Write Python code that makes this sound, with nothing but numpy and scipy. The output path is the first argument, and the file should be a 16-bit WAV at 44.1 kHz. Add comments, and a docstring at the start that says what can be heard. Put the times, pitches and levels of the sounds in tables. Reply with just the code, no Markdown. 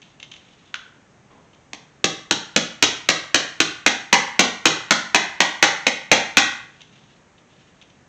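"""Hammering a dent out of metal trim.

A body hammer taps thin trim held on a wood block in a garage. Each blow cracks, rings the
hand-damped trim and thuds the block; the bare room answers and the microphone overloads.
Before and after, the trim clicks and slides in the hands."""
import sys
import numpy as np
from scipy import signal
from scipy.fft import irfft
from scipy.io import wavfile
from scipy.ndimage import uniform_filter1d, minimum_filter1d

SR = 44100
rng = np.random.default_rng(int(sys.argv[2]) if len(sys.argv) > 2 else 0)


def pcm_store(signal):
    """Save signal as 16-bit PCM."""
    levels = np.round(np.clip(np.atleast_2d(signal), -1, 1) * 32767)
    wavfile.write(sys.argv[1], SR, levels.astype(np.int16).T)


N = 356328
T = np.arange(N) / SR
RING_T = T[:SR // 2]


def amp(db):
    return 10 ** (np.asarray(db) / 20)


def unit_energy(x):
    return x / np.sqrt(np.sum(x ** 2) + 1e-20)


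def curve_at(points, hz):
    """Interpolates (Hz, value) points on a log-frequency axis."""
    points_hz, value = np.transpose(points)
    return np.interp(np.log(hz + 1), np.log(points_hz + 1), value)


def add(mix, start_s, sound):
    part = mix[max(round(start_s * SR), 0):][:len(sound)]
    part += sound[:len(part)]


def colour(x, spectrum, size=4096):
    """Minimum-phase filter through (Hz, dB) points."""
    log_gain = np.log(amp(curve_at(spectrum, abs(np.fft.fftfreq(size, 1 / SR)))))
    taps = np.fft.ifft(np.exp(np.conj(signal.hilbert(log_gain)))).real
    return signal.fftconvolve(x, taps[:size // 2])[:len(x)]


def hiss(spectrum):
    """Steady coloured noise, rms 1."""
    return unit_energy(colour(rng.standard_normal(N), spectrum)) * np.sqrt(N)


def stroke(start_s, length_s, db, rise_s, fade_db, release_s=0.1):
    """Envelope of one slide: it swells, weakens along its length and lets go."""
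    t = np.clip(T - start_s, 0, length_s)
    rise = np.minimum(t / rise_s, 1)
    release = np.minimum((length_s - t) / release_s, 1)
    return amp(db + fade_db * t / length_s) * rise * release


def snap(spread_s, size=4096, smooth_bins=75):
    """One contact, smeared because bending waves of each frequency arrive at their own time."""
    wobble = uniform_filter1d(rng.standard_normal(size // 2 + 1), smooth_bins) * np.sqrt(smooth_bins)
    delay_s = spread_s * (1 + 0.9 * np.tanh(wobble))
    pulse = irfft(np.exp(-2j * np.pi * np.cumsum(delay_s) * SR / size))[:size // 2]
    return np.pad(pulse, (0, len(RING_T) - len(pulse)))


# Spectrum of light metal contacts and sliding fingers. Each row: frequency in Hz, level in dB.
CONTACT_SPECTRUM = [(150, -31), (900, -9), (1600, -7), (2700, 5), (3700, 2), (4900, -9.5), (6500, -6),
                    (8200, -24.5)]


def knock(contact_s, hz, width_hz, ring_db):
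    """A light metal contact with one short resonance."""
    tick = unit_energy(colour(snap(contact_s), CONTACT_SPECTRUM))
    resonance = signal.lfilter(*signal.iirpeak(hz, hz / width_hz, SR), tick)
    return unit_energy(tick + amp(ring_db) * unit_energy(resonance))


def ring(modes, detune, sustain=1, flip_share=0):
    """Dying modes of alternating sign; each strike detunes them at random and may flip some."""
    hz, db, t60_s = np.transpose(modes)[:, :, None]
    detuned_hz = hz * (1 + detune * rng.standard_normal(hz.shape))
    flipped = rng.random(hz.shape) < flip_share
    sign = (-1) ** (np.arange(len(hz))[:, None] + flipped)
    envelopes = amp(db) / np.sqrt(t60_s) * np.exp(-np.log(1000) * RING_T / (t60_s * sustain))
    return unit_energy(np.sum(sign * envelopes * np.cos(2 * np.pi * detuned_hz * RING_T), 0))


# Fingers and sleeves on the trim. Each row: start in seconds, length in seconds, level in dB.
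FINGER_STROKES = [(0, .2, -56.5), (.33, 0.44, -56.5), (6.55, 0.42, -57), (6.9, 0.33, -57.5),
                  (7.459, 0.56, -61)]
# Trim and hammer touching. Each row: start in seconds, level in dB, resonance in Hz, contact in seconds.
HAND_CLICKS = [(0.018, -17.5, 2540, 0.0072), (.199, -16, 2770, 0.0033), (0.228, -9, 2940, 0.00208),
               (.315, -11.5, 3150, 0.0032), (0.337, -16, 3040, .002), (.36, -18, 3100, .004),
               (1.532, -27, 2710, .01), (6.8065, -21, 2740, 0.0042), (6.816, -15, 2880, 0.00181),
               (7.379, -29.5, 3600, 0.01), (7.814, -18.5, 2600, 0.0075), (7.899, -30.5, 6000, 0.0032)]
# Pings of trim and hammer head. Each row: frequency in Hz, level in dB, t60 in seconds.
PING_MODES = [(2150, -4, 0.067), (2686, 0, .06), (3104, 2, 0.052), (3410, -9, .16), (3686, -2, 0.065),
              (6150, -6.5, .05), (6980, -12, 0.06)]


def handling(grain_db=3, ping_db=-3):
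    """Fingers slide over the trim with a grainy hiss; trim and hammer click together in the hands."""
    grain = unit_energy(uniform_filter1d(rng.standard_normal(N), size=500)) * np.sqrt(N)
    sliding = sum(stroke(*row, rise_s=0.037, fade_db=-4.5) for row in FINGER_STROKES)
    out = hiss(CONTACT_SPECTRUM) * sliding * amp(grain_db * grain)
    for start_s, db, hz, contact_s in HAND_CLICKS:
        tick = knock(contact_s, hz, width_hz=230, ring_db=-9)
        ping = amp(ping_db) * ring(PING_MODES, detune=0.0099)
        add(out, start_s, amp(db) * (tick + ping))
    return out


# Still garage air. Each row: frequency in Hz, level in dB.
AIR_SPECTRUM = [(15, -39), (25, -18.5), (147, -3), (221, -7.5), (334, -10.5), (458, -13), (882, -16),
                (972, -17), (1620, -19.5), (1740, -18.5), (4930, -32.5), (6280, -27), (8200, -33.5),
                (10700, -66.5), (18000, -120)]


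def still_air(rms_db=-54):
    """The room's faint, steady, low noise."""
    return amp(rms_db) * hiss(AIR_SPECTRUM)


def placing():
    """The trim's edge touches down on the block, then scuffs the wood as it is lined up."""
    scuff = hiss([(100, -5), (400, 0.5), (750, -5), (1020, 1), (1500, -14), (3300, -16.5), (6000, -35)])
    out = scuff * stroke(start_s=1.295, length_s=0.32, db=-51, rise_s=0.015, fade_db=-17.5)
    touchdown = amp(2.4) * knock(contact_s=0.00213, hz=1470, width_hz=170, ring_db=2.5)
    add(out, start_s=0.741, sound=touchdown)
    return out


def chatter(contact_s):
    """The brief buzz of two hard surfaces meeting."""
    age = RING_T / contact_s
    return unit_energy(np.sqrt(age) * np.exp(-age) * rng.standard_normal(len(age)))


# An aiming tap, then the blows.
# Each row: start in seconds, force in dB, lift off the wood 0-1, place along the dent 0-1.
HAMMER_BLOWS = [(1.7324, -24.5, 0.3, 0), (2.042, -4, 0.07, 0.02), (2.31, -4, 0.08, 0.35),
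                (2.562, -2, 0, 0.32), (2.825, 2, 0.27, 1), (3.0884, -.5, 0.47, 0.85),
                (3.3443, 0.4, 0.39, 0.95), (3.6027, -1.6, 0.29, 0.48), (3.8626, -0.8, 0.7, .47),
                (4.1276, 2.5, 0.98, 0.36), (4.3926, 3, 0.52, 0.13), (4.6552, 2, 0.41, 0.18),
                (4.9078, 0.6, 0.51, 0.98), (5.146, -0.3, 0.97, 0.34), (5.404, -1, 0.89, 0.6),
                (5.626, 2.5, .81, 0.73), (5.867, -4.5, 0.8, 0.02), (6.1147, 3, 0.61, .04),
                (6.3701, 4, 0.71, 0.44)]
# Modes. Each row: frequency in Hz, level in dB, nominal t60 in seconds.
TRIM_MODES = [(548, -11, 0.04), (737, -9, 0.06), (788.2, -10, 0.16), (942, -6.5, 0.038), (1070, -10, 0.014),
              (1446, -3, 0.029), (1555, -14.5, 0.2), (1700, -2, 0.011), (1898, -8.5, .32),
              (1888, -10, 0.45), (1975, -8.5, .34), (2015, -10.5, 0.52), (2075, -10, 0.52),
              (2147, -15.5, 0.7), (2220, 0, 0.02), (2334, -10.5, 0.16), (2490, 2, 0.025), (3080, -8.5, .06),
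              (3300, -7.5, 0.1), (3870, -7, 0.013), (4260, -11.5, 0.054), (5630, -10.5, 0.067),
              (6230, -9.5, .05), (6440, -10.5, 0.063)]  # the hand damps most at once, a few sing on
BLOCK_MODES = [(110, -15, 0.035), (156, -7, 0.039), (206, -2.5, 0.039), (270.6, 0, 0.047),
               (307.2, 1, 0.038), (456.3, -1.5, 0.027), (544, -3, 0.017)]
# Tone curves. Each row: frequency in Hz, gain in dB.
STEEL_SPECTRUM = [(30, -25.5), (90, -19.5), (200, -2.5), (700, -7), (1400, -2.5), (2600, 4), (3300, -3.5),
                  (4200, -1.5), (4950, -10.5), (5500, -4.5), (6300, -4), (7200, -9), (8200, -15.5)]
FLAT_TONE = [(200, 1.5), (400, 2.5), (850, -0.43), (1480, -3.5), (2050, -6.5), (3200, 0.3)]  # trim flat on the wood: mostly thud and crack
LIFT_TONE = [(200, -6), (400, -2), (850, 8), (1480, 1), (2050, 12), (3200, 0)]  # full lift frees rings near 850 and 2050 Hz, passes less to the block
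FAR_END_TONE = [(200, -2.5), (400, -6.5), (850, -5.5), (1480, 6), (2050, -2), (3200, 0.5)]  # the dent's far end favours the ring near 1500 Hz


def hammer(crack_db=20.5, buzz_db=9, trim_db=16, block_db=9, grip_s=6.5, grip_db_per_s=92):
    """Steel strikes the trim, which rings and buzzes against the thudding block."""
    out = np.zeros(N)
    hz = np.geomspace(20, SR / 2, 200)
    for start_s, force_db, lift, place in HAMMER_BLOWS:
        sustain = amp(-1 + 0.7 * lift + 0.12 * force_db)  # lifted or hit hard, the trim rings longer
        crack = amp(crack_db) * unit_energy(colour(snap(spread_s=0.0021), STEEL_SPECTRUM))
        buzz = amp(buzz_db) * sustain * unit_energy(colour(chatter(contact_s=0.006), STEEL_SPECTRUM))
        trim = amp(trim_db) * ring(TRIM_MODES, detune=0.005, sustain=sustain, flip_share=0.3)
        block = amp(block_db) * ring(BLOCK_MODES, detune=0.012)
        tone_db = curve_at(FLAT_TONE, hz) + lift * curve_at(LIFT_TONE, hz)
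        tone_db += place * curve_at(FAR_END_TONE, hz)
        add(out, start_s, amp(force_db) * colour(crack + buzz + trim + block, np.c_[hz, tone_db]))
    # After the last blow the hand tightens and stills the ring.
    return out * amp(-grip_db_per_s * np.maximum(T - grip_s, 0))


# Room decay. Each row: frequency in Hz, t60 in seconds.
TAIL_DECAY = [(120, 0.62), (320, 0.3067), (840, 0.52), (1900, 0.62), (3400, 0.4565), (6000, 0.41),
              (8500, 0.47)]
# Room colour. Each row: frequency in Hz, gain in dB.
TAIL_TONE = [(100, 3), (300, 3), (420, 2), (900, 1), (1800, -3.5), (2550, -8), (3300, 1.5), (4100, -1.5),
             (6000, -1), (8500, -8.5)]


def room_tail(build_s=0.0042, reflections_per_s=6000):
    """Dense wall reflections build up, then die at a speed set by frequency."""
    reflections = rng.choice([-1., 1.], SR) * (rng.random(SR) < reflections_per_s / SR)
    hz, t, bands = signal.stft(reflections, SR, nperseg=256)
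    decay = np.exp(-np.log(1000) * t / curve_at(TAIL_DECAY, hz)[:, None])
    wash = signal.istft(bands * decay, SR, nperseg=256)[1][:SR]
    build = 1 - np.exp(-(T[:SR] / build_s) ** 2)
    return colour(unit_energy(wash * build), TAIL_TONE)


# Nearest walls and clutter. Each row: delay in seconds, linear gain.
NEAR_ECHOES = [(0.0102, 0.21), (0.0127, -0.11), (.0149, .2), (0.0178, 0.096)]


def garage(x, near_db, wet_db, drift_hz=0.9):
    """Direct sound, near echoes and three crossfading tails: the room changes as hands and trim move."""
    near = x.copy()
    for delay_s, gain in NEAR_ECHOES:
        add(near, delay_s, gain * x)
    angle = 2 * np.pi * drift_hz * T
    feeds = [x * np.cos(angle + k * np.pi / 3) for k in range(3)]
    far = sum(signal.fftconvolve(feed, room_tail())[:N] for feed in feeds)
    return amp(near_db) * near + amp(wet_db) * far * np.sqrt(2 / 3)


def scene():
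    """Work on the block and in the hands, heard in the garage over its still air."""
    on_block = garage(hammer() + placing(), near_db=-0.5, wet_db=-4.5)
    in_hands = garage(handling(), near_db=-2, wet_db=-7)  # closer to the microphone, so drier
    return (on_block + in_hands + still_air())[None]


def lowpass(x, hz, taps, beta):
    kernel = signal.firwin(taps, hz, window=("kaiser", beta), fs=SR)
    return signal.oaconvolve(x, kernel[None], "same")


# Response after the overloaded stage. Each row: frequency in Hz, gain in dB.
OUTPUT_TONE = [(20, -4), (70, -2.5), (140, -0.5), (7000, 0.5), (8500, -3.5), (10000, -9.5), (16000, -4.5)]


def record(dry, ceiling=0.74, limiter_share=0.4, window_samples=65, knee=6):
    """A narrow-band microphone; a fast limiter catches part of each blow, the rest clips and fizzes."""
    heard = lowpass(dry, hz=8500, taps=101, beta=7)
    safe_gain = minimum_filter1d(ceiling / np.maximum(abs(heard), ceiling), window_samples)
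    limited = heard * uniform_filter1d(safe_gain, window_samples) ** limiter_share
    clipped = limited / (1 + abs(limited / ceiling) ** knee) ** (1 / knee)
    coloured = colour(clipped[0], OUTPUT_TONE)[None]
    return lowpass(coloured, hz=16200, taps=255, beta=9)


dry = scene()
out = record(dry)
pcm_store(out)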